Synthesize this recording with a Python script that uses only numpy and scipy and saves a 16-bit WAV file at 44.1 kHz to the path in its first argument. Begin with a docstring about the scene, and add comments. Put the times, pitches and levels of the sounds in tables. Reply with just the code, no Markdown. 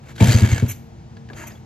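"""A small single-cylinder motorcycle is kicked over in a driveway. From 0.2 s six exhaust puffs boom
in the pipe over the clatter of gears, valves and ratchet. At 0.67 s it stalls and air hisses out.
From 1.2 s the kick lever clicks and scrapes back, with a second, short hiss. Throughout, a far motor
hums in the neighbourhood's low rumble. A two-port microphone lies on the ground."""
import sys
import numpy as np
from scipy import signal
from scipy.fft import rfft, irfft
from scipy.io import wavfile
from scipy.ndimage import uniform_filter1d

SR = 44100
rng = np.random.default_rng(int(sys.argv[2]) if len(sys.argv) > 2 else 0)


def log_audio(samples):
    """Write samples as a 16-bit WAV file to the path given in sys.argv[1]."""
    # one column per channel
    frames = np.atleast_2d(samples).T
    # limit to full scale, then quantise
    limited = np.clip(frames, -1, 1)
    pcm = np.round(limited * 32767).astype(np.int16)
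    wavfile.write(sys.argv[1], SR, pcm)


N = 72765

# start_s, level_db, open_hz, flow_hz, outflow_s, overtone_db, ring_db, roar_db
EXHAUST_PUFFS = [(0.209, -1.5, 252, 86, 0.022, -10.5, -10.5, -15),
                 (0.278, -6, 59.6, 123, 0.03344, -13, -51, -29.5),
                 (.344, -2, 101, 92.5, .018, -11.5, -16.5, -28.5),
                 (0.4178, -4, 99, 93.1, 0.029, -9, -17, -33.5),
                 (0.52, -4.5, 83.6, 91, 0.0188, -16, -44, -45),
                 (0.6233, -7, 208.3, 99.3, 0.021, -12.5, -38, -34)]
# turbulent gas: freq_hz, gain_db
ROAR_SPECTRUM = [(88, -36), (150, -1.5), (668, -17), (735, -22), (927, -21.5), (1080, -44), (1500, -67),
                 (3300, -120)]
# gears, chain, valves: time_s, level_db, treble_db
CLATTER_ENVELOPE = [(0.0, -65.5, -3), (0.111, -42, -2.5), (0.146, -61, 3), (0.164, -50, 12),
                    (0.173, -49, 0), (0.212, -25, -0.5), (0.256, -30, 5), (0.302, -28.5, 5),
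                    (0.412, -32.5, 1), (0.477, -33, 0), (0.482, -36, 2.5), (0.583, -33, -1.5),
                    (0.612, -41, 2), (0.676, -39, -0.5), (0.696, -43, -21), (0.715, -46.5, 12),
                    (0.76, -56, 5.5)]
# ratchet travel: time_s, teeth_passed
RATCHET_TEETH = [(.19, -1), (.206, 0), (.242, 2), (.272, 3), (.284, 4), (.339, 10), (.407, 16), (.474, 21),
                 (.53, 25), (.561, 27), (.598, 29)]
# broad part of the knocks: freq_hz, gain_db
KNOCK_SPECTRUM = [(240, -5), (400, -1), (1110, -11), (1670, -5.5), (4510, -15), (5570, -20), (7420, -15),
                  (9160, -34.5), (9580, -26.5), (11000, -23), (14600, -30)]
# engine case and lever: pitch_hz, width_hz, level_db
CASE_MODES = [(681, 29, -2.5), (921, 40, -3), (1668, 20, 0.5), (1736, 25, -2.5), (2147, 70, -5),
              (2235, 17, 4), (2700, 30, -2.5), (3172, 32, -3.5), (3940, 83, -12), (4560, 260, -13),
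              (6150, 37, -8), (6574, 83, -12.5), (7580, 150, -17)]
# load shifts acting on nearby modes: time_s, centre_hz, half_length_s, gain_db
LOAD_SURGES = [(0.23, 935, 0.017, -2), (0.237, 3060, 0.024, 8), (0.244, 6340, 0.0065, 9),
               (0.297, 1570, 0.011, 7), (0.33, 4000, .03, 6.5), (0.375, 6160, 0.021, 11),
               (0.407, 4660, 0.013, 10), (0.454, 1880, 0.032, 13), (0.529, 6700, 0.017, 13),
               (.565, 1770, 0.023, 11.5), (0.576, 7250, 0.035, 10.5)]
# start_s, ring_db, pitch_hz, tick_db, thud_db
LEVER_CLICKS = [(0.1595, -46.5, 1480, -41, -60), (0.18, -35, 3350, -33.5, -68),
                (0.2027, -23, 2320, -35, -24.5), (0.208, -26, 7550, -27, -46), (.219, -18, 905, -52, -43),
                (.2424, -36, 6030, -59, -62), (.2723, -25, 1580, -40, -53), (.288, -41, 1660, -23, -58),
                (.3027, -18, 2430, -34, -64), (0.321, -31, 4580, -24.5, -46), (.4733, -44, 2250, -41, -60),
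                (.5142, -31, 2170, -53, -66), (.5297, -22.5, 2115, -25, -70), (.5796, -35, 1624, -35, -66),
                (.622, -25.5, 428.4, -60, -66), (1.167, -46, 1667, -45, -51), (1.287, -49, 1810, -43, -75),
                (1.299, -37, 1670, -47, -39.5), (1.3312, -45, 4600, -39, -50.5),
                (1.437, -34, 927, -56, -51), (1.504, -56, 1520, -44, -50.5),
                (1.518, -42.5, 5070, -47, -48.5), (1.554, -46, 3360, -61, -82)]
# bright part of a click: freq_hz, gain_db
TICK_SPECTRUM = [(600, -14), (1500, 10.5), (4500, 3), (8000, -12), (10000, -28), (14000, -32)]
# dull part of a click: freq_hz, gain_db
THUD_SPECTRUM = [(120, -42), (250, 5.5), (650, 1), (1200, -12.5), (3000, -42)]
# returning lever: time_s, level_db
SCRAPE_ENVELOPE = [(1.352, -51.5), (1.366, -42), (1.441, -39.5), (1.46, -47.5), (1.47, -41), (1.49, -45.5),
                   (1.594, -63.5), (1.62, -69)]
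# lever grit: freq_hz, gain_db
SCRAPE_SPECTRUM = [(150, -47), (250, -18), (340, 6.5), (502, -49), (595, -5), (718, -16), (943, -13.5),
                   (1220, -10.5), (1630, -6.5), (2700, -14), (3300, -24.5), (5600, -28), (6600, -12.5),
                   (7780, -24.5), (9220, -49), (9870, -25.5), (14600, -31)]
# start_s, rise_s, hold_s, level_db, t60_s
AIR_JETS = [(0.671, 0.02, 0.029, -35.5, 0.037), (1.465, 0.0067, 0.012, -43.5, 0.019)]
# escaping air: freq_hz, gain_db
HISS_SPECTRUM = [(410, -47), (700, -7), (1190, -10), (1590, -2), (2000, -4), (2220, 6), (3370, -8.5),
                 (3550, -27), (4040, -7), (4660, -31), (5520, -46), (5810, 3.5), (6200, 3.5), (9270, -13),
                 (11200, -3.5), (12000, 7.5), (12900, -6), (15000, -11), (15600, -34)]
# far traffic: freq_hz, gain_db
RUMBLE_SPECTRUM = [(15, -45), (25, -6), (86, 6), (128, 8), (196, -2.5), (231, -9.5), (309, -13),
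                   (450, -18.5), (515, -18.5), (811, -15.5), (1090, -25.5), (6200, -37), (15000, -69)]
# far motor: time_s, pitch_hz
MOTOR_SPEED = [(0, 114.7), (1.1, 114.7), (1.65, 110)]
# harmonic_number, level_db
MOTOR_HARMONICS = [(1, -63.5), (2, -51), (3, -62.5), (4, -60)]
# treble limit of rattling parts: freq_hz, gain_db
RATTLE_ROLLOFF = [(14300, 0), (14800, -25)]
# stereo width: freq_hz, side_to_mid_db
BIKE_WIDTH = [(60, -36), (110, -17.5), (200, -13), (380, -7.5), (700, -3), (1290, -1.5), (2380, -7.5),
              (4400, -6), (8120, 1.5), (15000, -4.5)]
# stereo width: freq_hz, side_to_mid_db
BACKGROUND_WIDTH = [(60, -22), (110, -17), (200, -5.5), (380, -6), (700, 0), (1290, 3), (2380, -3.5),
                    (4400, -1), (8120, 3), (15000, 11)]
# side in phase with mid: freq_hz, share
SIDE_IN_PHASE = [(100, 0.058), (500, 0.29), (2000, 0.26), (8000, 0.043)]
# side due to the delay between ports: freq_hz, share
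SIDE_PORT_DELAY = [(300, 1), (1000, 0.72), (4000, 0.67), (8000, 0.65), (12000, 1)]


def exhaust():
    """Each puff swells while gas flows, settles on the pipe pitch, then rings down."""
    pipe_hz, settle_s, suction_cycles = 119, 0.0059, 0.15
    rise_s, start_db, close_s, ring_t60_s = 0.0039, -2.5, 0.0035, 0.28
    roar_rise_s, roar_t60_s, lead_rad = 0.0014, 0.15, 0.36
    out, t = np.zeros((2, N)), np.arange(SR // 3) / SR
    for start_s, level_db, open_hz, flow_hz, outflow_s, overtone_db, ring_db, roar_db in EXHAUST_PUFFS:
        noise = rng.standard_normal((3, len(t)))
        hz = pipe_hz + (open_hz - flow_hz) * np.exp(-(t / settle_s) ** 2)
        hz += (flow_hz - pipe_hz) * np.exp(-(t / outflow_s) ** 2)
        phase = 2 * np.pi * (np.cumsum(hz) / SR - suction_cycles)
        tone = np.sin(phase) + amp(overtone_db) * np.sin(2 * phase + lead_rad)
        tone += amp(2 * overtone_db - 6.5) * np.sin(3 * phase + 2 * lead_rad)
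        after_s = np.maximum(t - outflow_s, 0)
        attack = np.sin(np.minimum(t / rise_s, 1) * np.pi / 2) ** 2
        swell_db = start_db * np.maximum(1 - t / outflow_s, 0) ** 2
        decay_db = ring_db * (1 - np.exp(-(after_s / close_s) ** 2)) - 60 * after_s / ring_t60_s
        boom = attack * amp(level_db + swell_db + decay_db) * waver(noise[2], 0.063, 300) * tone
        roar = unit_rms(colour(noise[:2], ROAR_SPECTRUM)) * amp(roar_db - 60 * after_s / roar_t60_s)
        add(out, start_s, boom + np.minimum(t / roar_rise_s, 1) * roar)
    return out


def yard_echo(x, level_db=-11, t60_s=0.38, gap_s=0.013):
    """Adds sparse, fading reflections from the yard."""
    t = np.arange(SR // 2) / SR
    taps = rng.choice([-1., 1.], (2, len(t))) * (rng.random((2, len(t))) < .03)
    taps *= amp(-60 * t / t60_s) * (t > gap_s)
    return x + amp(level_db) * signal.fftconvolve(x[:1], taps / np.linalg.norm(taps[0]), axes=1)[:, :N]


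def gear_clatter(tooth_db=26, treble_hz=3130):
    """Dense knocks and ratchet teeth strike the case; the treble comes and goes."""
    teeth = np.diff(np.floor(curve(RATCHET_TEETH)), prepend=-1) * rng.choice([-1., 1.], (2, N))
    hits = knocks(rate_per_s=1100) + amp(tooth_db) * teeth
    clatter = case_rattle(hits, KNOCK_SPECTRUM, t60_s=.02, grind_share=.5)
    time_s, level_db, treble_db = np.transpose(CLATTER_ENVELOPE + [(.85, -70, 0)])
    low = signal.sosfiltfilt(signal.butter(2, treble_hz, fs=SR, output="sos"), clatter)
    treble = amp(curve(np.c_[time_s, treble_db])) * (clatter - low)
    return amp(curve(np.c_[time_s, level_db])) * (low + treble)


def knocks(rate_per_s, spread_db=5):
    """Two independent trains of impacts, a few of them large."""
    size = amp(spread_db * np.minimum(rng.exponential(1, (2, N)), 4)) * rng.choice([-1., 1.], (2, N))
    return size * (rng.random((2, N)) < rate_per_s / SR)


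def case_rattle(hits, spectrum, t60_s, grind_share, ring_db=-6.5, wander_db=2.5, surge_octaves=0.31):
    """Hits give noise bursts over steady grinding and ring modes that swell as the parts move."""
    bursts = signal.lfilter([1], [1, -amp(-60 / t60_s / SR)], abs(hits))
    broad = colour((bursts + grind_share * bursts.mean()) * rng.standard_normal((2, N)), spectrum)
    drifts = uniform_filter1d(uniform_filter1d(rng.standard_normal((len(CASE_MODES), N)), 1500), 1500)
    ring, t = np.zeros((2, N)), np.arange(N) / SR
    for (hz, width_hz, level_db), drift in zip(CASE_MODES, drifts):
        gain_db = level_db + wander_db * unit_rms(drift)
        for time_s, centre_hz, half_s, surge_db in LOAD_SURGES:
            detune = np.log2(hz / centre_hz) / surge_octaves
            gain_db += surge_db * np.exp(-((t - time_s) / half_s) ** 2 - detune ** 2)
        mode = resonate(resonate(hits, hz, width_hz), hz, 6 * width_hz)
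        ring += amp(gain_db) * np.sqrt(width_hz) * unit_rms(mode)
    return unit_rms(colour(unit_rms(broad) + amp(ring_db) * unit_rms(ring), RATTLE_ROLLOFF))


def lever_clicks(rise_s=0.0025, tick_t60_s=0.036, thud_t60_s=0.24):
    """Metal impacts: a tick, a thud and an unsteady ring, longer at low pitch."""
    out, t = np.zeros((2, N)), np.arange(4000) / SR
    for start_s, ring_db, hz, tick_db, thud_db in LEVER_CLICKS:
        noise = rng.standard_normal((2, len(t)))
        tick = unit_rms(colour(noise, TICK_SPECTRUM)) * amp(tick_db - 60 * t / tick_t60_s)
        thud = unit_rms(colour(noise, THUD_SPECTRUM)) * amp(thud_db - 60 * t / thud_t60_s)
        ring_t60_s = 0.054 * np.sqrt(2000 / hz)
        ring = np.sin(2 * np.pi * (hz * t + rng.random((2, 1)))) * amp(ring_db - 60 * t / ring_t60_s)
        ring *= waver(rng.standard_normal(len(t)), .35, 150)
        add(out, start_s, np.minimum(t / rise_s, 1) * (ring + tick + thud))
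    return out


def lever_scrape():
    """The returning lever grinds in tiny impacts."""
    grit = case_rattle(knocks(rate_per_s=1500), SCRAPE_SPECTRUM, t60_s=0.045, grind_share=1.5)
    return amp(curve([(1.3, -70.5)] + SCRAPE_ENVELOPE)) * grit


def air_hiss(tail_db=-11.5, tail_t60_s=0.34):
    """Jets of escaping air with a faint, long tail."""
    out, t = np.zeros((2, N)), np.arange(SR // 3) / SR
    for start_s, rise_s, hold_s, level_db, t60_s in AIR_JETS:
        after_s = np.maximum(t - rise_s - hold_s, 0)
        fade = amp(-60 * after_s / t60_s) + amp(tail_db - 60 * after_s / tail_t60_s)
        jet = unit_rms(colour(rng.standard_normal((2, len(t))), HISS_SPECTRUM))
        add(out, start_s, amp(level_db) * np.minimum(t / rise_s, 1) ** 2 * fade * jet)
    return out


def far_motor():
    """Hum of wavering harmonics; the pitch sags near the end."""
    phase = 2 * np.pi * np.cumsum(curve(MOTOR_SPEED)) / SR
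    gains = waver(rng.standard_normal((len(MOTOR_HARMONICS), N)), .35, 4000)
    return sum(np.sqrt(2) * amp(db) * gain * np.sin(k * phase + k * k)
               for (k, db), gain in zip(MOTOR_HARMONICS, gains))


def traffic_rumble(level_db=-40.5):
    """Steady low noise of far traffic."""
    return amp(level_db) * unit_rms(colour(rng.standard_normal((2, N)), RUMBLE_SPECTRUM))


def amp(db):
    return 10 ** (np.asarray(db) / 20)


def unit_rms(x):
    return x / np.sqrt(np.mean(x ** 2) + 1e-20)


def waver(noise, depth, window_samples):
    return 1 + depth * unit_rms(uniform_filter1d(noise, window_samples))


def at_freq(points, hz):
    freq_hz, value = np.transpose(points)
    return np.interp(np.log(hz + 1), np.log(freq_hz + 1), value)


def curve(points):
    time_s, value = np.transpose(points)
    return np.interp(np.arange(N) / SR, time_s, value)


def colour(x, spectrum):
    n = x.shape[-1]
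    return irfft(rfft(x) * amp(at_freq(spectrum, np.fft.rfftfreq(n, 1 / SR))), n)


def add(mix, start_s, sound):
    part = mix[..., round(start_s * SR):][..., :sound.shape[-1]]
    part += sound[..., :part.shape[-1]]


def resonate(x, hz, width_hz):
    r = np.exp(-np.pi * width_hz / SR)
    return signal.lfilter([1 - r, 0, r - 1], [1, -2 * r * np.cos(2 * np.pi * hz / SR), r * r], x)


def stereo(pair, width):
    """A mid signal and its twin with other noise become left and right."""
    hz, (mid, twin) = np.fft.rfftfreq(N, 1 / SR), rfft(pair)
    in_phase = np.clip(at_freq(SIDE_IN_PHASE, hz), 0, .7)
    delayed = np.clip(at_freq(SIDE_PORT_DELAY, hz), 0, .9)
    diffuse = np.sqrt(np.maximum(1 - in_phase ** 2 - delayed ** 2, 0))
    side = irfft(amp(at_freq(width, hz)) * ((in_phase + 1j * delayed) * mid + diffuse * twin), N)
    return np.array([pair[0] + side, pair[0] - side])


def scene():
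    """Bike and background, each with its own width."""
    bike = yard_echo(exhaust()) + gear_clatter() + air_hiss() + lever_clicks() + lever_scrape()
    return stereo(bike, BIKE_WIDTH) + stereo(traffic_rumble() + far_motor(), BACKGROUND_WIDTH)


def record(dry):
    """Low cut, soft overload, a narrow dip near 9 kHz in the stereo centre, band limit."""
    low_cut_hz, ceiling, edge_hz = 50, 1.24, 15600
    dip_hz, dip_width_hz, dip_db = 9184, 400, -22
    low_cut = signal.butter(2, low_cut_hz, "high", fs=SR, output="sos")
    left, right = ceiling * np.tanh(signal.sosfilt(low_cut, dry) / ceiling)
    mid, side = (left + right) / 2, (left - right) / 2
    hz = np.fft.rfftfreq(N, 1 / SR)
    mid = irfft(rfft(mid) * amp(dip_db * np.exp(-((hz - dip_hz) / dip_width_hz) ** 4)), N)
    band_limit = signal.firwin(511, edge_hz, window=("kaiser", 9), fs=SR)
    return signal.oaconvolve(np.array([mid + side, mid - side]), band_limit[None], "same")


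dry = scene()
out = record(dry)
log_audio(out)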